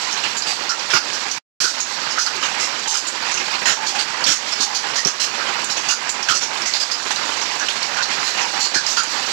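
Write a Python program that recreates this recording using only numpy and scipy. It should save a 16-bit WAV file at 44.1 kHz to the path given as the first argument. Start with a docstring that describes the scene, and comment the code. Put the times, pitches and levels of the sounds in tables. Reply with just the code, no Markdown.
"""Hail on a steel roof

Hail beats on a ribbed steel roof just below a window, and on the roofs and yard around it.
Countless far stones merge into drumming and hiss. Near ones shatter with a rattle or bounce with
a ping, and heavy blows make the panels clank and thump. It is all heard through a phone with one
live channel, which turns itself down after bright blows and cuts out once for a moment."""
import sys
import numpy as np
from scipy import signal
from scipy.fft import rfft, irfft
from scipy.io import wavfile
from scipy.ndimage import uniform_filter1d, map_coordinates

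SR = 44100
rng = np.random.default_rng(int(sys.argv[2]) if len(sys.argv) > 2 else 0)


def waveform_to_disk(signal):
    """Save audio, clipped to [-1, 1], as 16-bit WAV at the path in sys.argv[1]."""
    frames = np.transpose(np.atleast_2d(signal))
    scaled = np.clip(frames, -1, 1) * 32767
    samples = np.round(scaled).astype(np.int16)
    wavfile.write(sys.argv[1], SR, samples)


N = 411012
TIME = np.arange(N) / SR
AGE = np.arange(2 ** 14) / SR  # seconds since a blow
HZ = np.fft.rfftfreq(len(AGE), 1 / SR)

# How hard it hails. Each row: time in seconds, drumming level in dB, hiss level in dB.
SHOWER_LEVELS = [(0, -23, -21), (.3, -21.5, -25), (.85, -24.5, -26.5), (1.1, -22.5, -23),
                 (1.35, -25.5, -24.5), (1.82, -23.5, -24), (2.05, -21.5, -24), (3.1, -22.5, -25),
                 (3.52, -21.5, -23.5), (4.15, -22.5, -26.5), (4.6, -21.5, -22), (4.88, -22.5, -25),
                 (5.5, -21, -24), (6.15, -21.5, -25), (6.9, -22.5, -23.5), (7.35, -22, -23),
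                 (8.4, -21, -24), (9.32, -22.5, -20.5)]
# Stones that shatter. Each row: start in seconds, rattle level in dB, knock level in dB,
# seconds before fading, ringing pitch in Hz.
SOFT_STONES = [(.121, -17, -35, 0.018, 5790), (0.233, -33, -19, .035, 3560), (0.366, -15, -39, 0.021, 6760),
               (0.462, -16.5, -21, 0.065, 4670), (0.69, -11.5, -26, 0.019, 5400),
               (0.899, -15, -15, 0.053, 5500), (0.935, -5, -6, 0.033, 5070), (1.129, -19, -36, .02, 5640),
               (1.602, -6.5, -15.5, 0.047, 5250), (1.646, -15, -32, .056, 5500),
               (1.802, -10, -38, .008, 6850), (2.102, -20, -38, .025, 5170), (2.183, -11, -35, 0.049, 5900),
               (2.427, -19.5, -16, 0.036, 6250), (2.594, -13.5, -17.5, 0.061, 5400),
               (2.873, -12.5, -36, 0.055, 6040), (2.937, -11, -18, 0.046, 5970),
               (3.068, -16, -31, 0.022, 7450), (3.241, -26.5, -23.5, .07, 4820),
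               (3.313, -15, -18, 0.0076, 6260), (3.37, -16, -15.5, 0.014, 5540),
               (3.53, -23, -19, .028, 4300), (3.655, -6.5, -6.5, 0.048, 6300),
               (3.692, -12.5, -12, .041, 6000), (3.863, -13, -40, 0.032, 4870),
               (3.987, -13, -16, .03, 4500), (4.261, -4, -9, 0.067, 5600), (4.31, -15.5, -21, 0.06, 5430),
               (4.521, -13, -20, 0.015, 5060), (4.603, -6, -16, 0.034, 5400),
               (4.744, -11.5, -25, 0.029, 4670), (4.955, -11, -17, 0.037, 5370),
               (5.197, -9.5, -16.5, 0.049, 5600), (5.697, -14, -25, .029, 5000),
               (5.764, -16, -17.5, 0.02, 6150), (5.885, -6.5, -14.5, 0.039, 5770),
               (6.091, -9.5, -20.5, 0.0074, 7300), (6.287, -8.5, -12.5, 0.034, 5270),
               (6.341, -9, -20, 0.033, 5300), (6.409, -13.5, -18.5, 0.036, 6130),
               (6.657, -12, -21, 0.026, 5840), (6.742, -13.5, -33, 0.028, 4400),
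               (6.799, -11.5, -26, 0.031, 4570), (6.91, -11, -20, .018, 5000),
               (7.414, -16, -21, 0.013, 5500), (8.023, -13, -32, 0.015, 4400),
               (8.099, -22.5, -21.5, 0.041, 5100), (8.224, -20, -26, 0.083, 4800),
               (8.366, -24, -19.5, .04, 5870), (8.407, -16.5, -19, 0.021, 5700),
               (8.6, -9, -23, 0.046, 4600), (8.742, -6.5, -14.5, 0.027, 5000), (8.871, -13, -26, .06, 5400),
               (8.965, -9, -15, 0.03, 4630)]
# Stones that bounce. Each row: start in seconds, level in dB, ping pitch in Hz.
HARD_STONES = [(.175, -19, 4100), (.237, -15.5, 2870), (.421, -15.5, 4720), (.793, -22, 5030),
               (1.313, -13, 6100), (2.263, -9.5, 4640), (2.426, -18, 1290), (3.341, -12, 6300),
               (3.949, -18.5, 1400), (4.24, -6.5, 4650), (5.049, -3.5, 5550), (5.07, -1.5, 5730),
               (5.643, -14, 7150), (6.228, -14.5, 5370), (6.285, -11, 1610), (6.617, -17, 5270),
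               (6.736, -8, 4360), (7.106, -12, 880), (7.159, -16, 4080), (7.37, -20.5, 960),
               (7.597, -17, 6000), (7.684, -11.5, 2850), (7.828, -12, 4500), (7.969, -18, 1650),
               (8.27, -13, 4310), (8.651, -8.5, 4600), (8.864, -8, 5130), (9.032, -16, 6650)]
# Blows that set a panel ringing. Each row: start in seconds, level in dB, pitch in Hz.
PANEL_BLOWS = [(.695, -16, 1415), (.934, -7.5, 1430), (1.641, -13.5, 1450), (2.175, -15.5, 1420),
               (2.873, -24, 920), (3.399, -20, 2220), (3.668, -11.5, 1460), (3.772, -24.5, 870),
               (3.92, -26, 820), (4.268, -8, 3200), (4.272, -16, 1760), (4.638, -24, 810),
               (4.981, -16, 1900), (5.395, -22, 1400), (5.89, -12, 2670), (5.906, -17, 1400),
               (6.289, -11.5, 2920), (6.295, -10.5, 1330), (6.46, -28.5, 894), (6.681, -21, 2010),
               (7.602, -19.5, 1520), (7.974, -18.5, 1430), (8.396, -23.5, 890), (8.55, -28, 820),
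               (8.753, -11.5, 1530), (8.973, -11, 1365)]
# Stones that bend the roof. Each row: start in seconds, level in dB, seconds before fading.
HEAVY_STONES = [(0.932, -16.5, 0.019), (3.69, -23, 0.024), (4.263, -20.5, 0.048), (4.598, -25.5, 0.0094),
                (5.053, -12.5, 0.014), (6.294, -26, 0.022), (8.755, -17.5, 0.0054)]
# The tone of each sound, from bass to treble. Each row: frequency in Hz, relative level in dB.
DRUM_TONE = [(25, -19), (65, -27.5), (100, -22), (135, -10), (300, -7.5), (650, -3), (870, 3.5),
             (1150, 1.5), (1450, 0.5), (2000, -0.5), (2900, -2), (3700, -11.5), (6000, -26), (13000, -56.5)]
HISS_TONE = [(1500, -24), (3500, 1), (4200, 2), (5200, 3), (6200, 1), (7100, -4), (8000, -11), (8500, -19),
             (10000, -24.5), (12500, -29), (14000, -52.5)]
RATTLE_TONE = [(1000, -55), (2800, -7.5), (3700, -4), (4300, 2.5), (5400, 0.5), (7000, 0), (7900, -6),
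               (8500, -17.5), (10000, -20.5), (12500, -24), (14000, -46.5)]
KNOCK_TONE = [(25, -46), (70, -25), (130, -14.5), (350, -7.5), (600, -6.5), (900, -1), (1400, 1),
              (2000, -0.5), (2800, 0.5), (3700, -2.5), (5000, -11.5), (9000, -38), (14000, -51.5)]
THUMP_TONE = [(25, -27), (60, -11), (100, -9), (140, -2.5), (260, -4.5), (400, -4.5), (700, -11),
              (2000, -40)]


def amp(db):
    """Turn decibels into a gain to multiply by."""
    return 10 ** (np.asarray(db) / 20)


def unit(x):
    """Scale each row to an average power of 1."""
    return x / np.sqrt(np.mean(x ** 2, axis=-1, keepdims=True) + 1e-20)


def tone_gain(tone):
    """Turn a tone table into a gain for every frequency."""
    hz, db = np.transpose(tone)
    return amp(np.interp(np.log(HZ + 1), np.log(hz), db))


def wobble(count, knots):
    """Smooth random curves, one a row, read at the positions in knots."""
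    values = rng.standard_normal((count, int(knots[-1]) + 4))
    return np.array([map_coordinates(row, [knots], mode="nearest") for row in values])


def resonance(hz, width_hz):
    """A gain that favours the frequencies near one pitch."""
    return 1 / (1 + ((HZ ** 2 - hz ** 2) / (HZ * width_hz + 1)) ** 2)


def sheet(count, gain, ripple_db, ripple_hz):
    """Thin steel rings at many pitches at once; each struck spot favours different ones."""
    ripple = amp(ripple_db * wobble(count, HZ / ripple_hz))
    noise = rng.standard_normal((count, len(AGE)))
    return unit(irfft(rfft(noise) * gain * ripple))


def steady(ring):
    """Even out a wavering ring, since one blow gives it a fixed amount of energy."""
    power = np.abs(uniform_filter1d(ring ** 2, SR // 60, axis=1))
    return ring / np.sqrt(power + 1e-6)


def fade(hold, t60, attack=0.00067):
    """Rise fast, hold while waves run between the ribs, then fall 60 dB every t60 seconds."""
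    return (1 - np.exp(-AGE / attack)) * amp(-60 * np.maximum(AGE - hold, 0) / t60)


def place(starts, sounds):
    """Add each sound in at its start time."""
    index = np.maximum(starts * SR, 0).astype(int) + np.arange(len(AGE))
    return np.bincount(index.ravel(), sounds.ravel(), N)[:N]


def patter(tone, rate, size_db, t60, ripple_db, ripple_hz, count):
    """Stones of random size fall at random, about rate a second, on count spots of roof."""
    spots = sheet(count, tone_gain(tone), ripple_db, ripple_hz) * fade(0, t60)
    stones_per_spot = max(int(rate * N / SR / count), 1)
    span = N + len(AGE) - 1  # starts early, so the hail is already falling
    total = np.zeros(N)
    for spot in spots:
        when, size_draw = rng.random((2 ** 12, 2))[:stones_per_spot].T
        size = amp(size_db * np.minimum(-np.log(1 - size_draw), np.pi))  # many small, few big
        blows = np.bincount((when * span).astype(int), size, span)
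        total += signal.oaconvolve(blows - blows.mean(), spot, mode="valid")
    return unit(total)


def far_hail():
    """The whole roof drums, with the hiss of small ice and the ticks of closer stones on top."""
    times, drum_db, hiss_db = np.transpose(SHOWER_LEVELS)
    drum = patter(DRUM_TONE, rate=620, size_db=4.5, t60=0.17, ripple_db=4.5, ripple_hz=280.1, count=40)
    hiss = patter(HISS_TONE, rate=750, size_db=1, t60=0.13, ripple_db=6, ripple_hz=401.1, count=36)
    ticks = patter(RATTLE_TONE, rate=48, size_db=0.5, t60=0.05, ripple_db=4.5, ripple_hz=690, count=14)
    small_ice = hiss + amp(-17.5) * ticks
    return drum * amp(np.interp(TIME, times, drum_db)) + small_ice * amp(np.interp(TIME, times, hiss_db))


def struck_sheet(rattle_db, knock_db, hold, ring_hz):
    """A stone rattles the steel and knocks on the span below; long contacts swell more slowly."""
    swell = 0.0015 + 0.099 * np.abs(hold)
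    chatter = unit(amp(0.41 * wobble(len(hold), AGE * 600)))  # bits of ice skitter on the sheet
    ring_db = 12 - 220 * hold  # a shorter tap has a clearer pitch
    bright = tone_gain(RATTLE_TONE) * (1 + amp(ring_db) * resonance(ring_hz, width_hz=1300))
    rattle = sheet(len(hold), bright, ripple_db=3, ripple_hz=301.1)
    rattle *= fade(hold, t60=0.18, attack=swell)
    knock = sheet(len(hold), tone_gain(KNOCK_TONE), ripple_db=3.5, ripple_hz=301.1)
    knock *= fade(hold, t60=0.12, attack=swell / 2)
    return chatter * (amp(rattle_db) * rattle + amp(knock_db) * knock)


def soft_stones():
    """A soft stone breaks up without a crack, and its pieces keep the sheet rattling."""
    starts, rattle_db, knock_db, hold, ring_hz = np.transpose(SOFT_STONES)[:, :, None]
    return place(starts, struck_sheet(rattle_db, knock_db, hold, ring_hz))


def hard_stones():
    """A hard stone bounces off with a crack and a ping, and the sheet rattles briefly."""
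    starts, db, ping_hz = np.transpose(HARD_STONES)[:, :, None]
    ping = sheet(len(starts), resonance(ping_hz, width_hz=0.16 * ping_hz), ripple_db=2, ripple_hz=900)
    crack = sheet(len(starts), tone_gain(RATTLE_TONE), ripple_db=3, ripple_hz=900)
    contact = (steady(ping) + amp(-7.5) * crack) * fade(hold=0.0034, t60=0.04, attack=0.00043)
    knock_db = db - 9.5 + 2 * np.log2(5000 / ping_hz)  # bigger stones ping lower and knock harder
    rattle = struck_sheet(db - 6, knock_db, hold=np.full_like(db, 0.017), ring_hz=ping_hz)
    return place(starts, amp(db) * contact + rattle)


def panel_clanks():
    """A struck panel rings around its own note: the lower the note, the longer and purer."""
    starts, db, note_hz = np.transpose(PANEL_BLOWS)[:, :, None]
    hold = 0.032 * (1384 / note_hz) ** 1.83  # a middling panel, at 1384 Hz, holds for 0.032 seconds
    near_note = resonance(note_hz, width_hz=10.5 / (hold + 0.0096))
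    ring = sheet(len(starts), near_note, ripple_db=3, ripple_hz=90)
    return place(starts, amp(db) * steady(ring) * fade(hold, t60=0.16))


def roof_thumps():
    """A span of roof gives under a heavy stone and swings a few times."""
    starts, db, hold = np.transpose(HEAVY_STONES)[:, :, None]
    swing = sheet(len(starts), tone_gain(THUMP_TONE), ripple_db=3.5, ripple_hz=101)
    return place(starts, amp(db) * steady(swing) * fade(hold, t60=0.079, attack=0.0022))


def gain_control(x, threshold_db, share, recover_db_per_s, above_hz):
    """The phone turns down just after a bright blow, then steadily turns back up."""
    treble = signal.sosfilt(signal.butter(2, above_hz, "highpass", fs=SR, output="sos"), x)
    window = np.ones(SR // 200) / (SR // 200)
    power = signal.lfilter(window, 1, np.sum(treble ** 2, axis=0))
    excess_db = np.maximum(10 * np.log10(power + 1e-12) - threshold_db, 0)
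    recovery_db = recover_db_per_s * TIME
    dip_db = np.maximum.accumulate(share * excess_db + recovery_db) - recovery_db
    return x * amp(-uniform_filter1d(dip_db, SR // 500))


def cut_out(start_s, end_s):
    """The sound drops suddenly, dies to silence and comes back at full level."""
    dying = amp(-11.5 - 1460 * np.maximum(TIME - start_s, 0))
    return np.where((TIME > start_s) & (TIME < end_s), dying, 1)


def scene():
    """Near and far hail together, on the right channel only."""
    hail = far_hail() + hard_stones() + soft_stones() + panel_clanks()
    bass_cut = signal.butter(3, 85, "highpass", fs=SR, output="sos")  # the hail carries no deep bass
    right = signal.sosfilt(bass_cut, hail) + roof_thumps()
    return np.array([np.zeros(N), right])


def record(dry):
    """The phone dips after bright blows, cuts out once, rounds off peaks and drops the top treble."""
    x = gain_control(dry, threshold_db=-27.5, share=0.46, recover_db_per_s=57.5, above_hz=7000)
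    x = x * cut_out(start_s=1.384, end_s=1.603)
    x = x / (1 + np.abs(x / 0.8) ** 10) ** 0.1  # squeeze peaks to below 0.8
    treble_cut = signal.ellip(12, 0.1, 100, 13500, fs=SR, output="sos")  # above 13500 Hz
    return signal.sosfilt(treble_cut, x)


dry = scene()
out = record(dry)
waveform_to_disk(out)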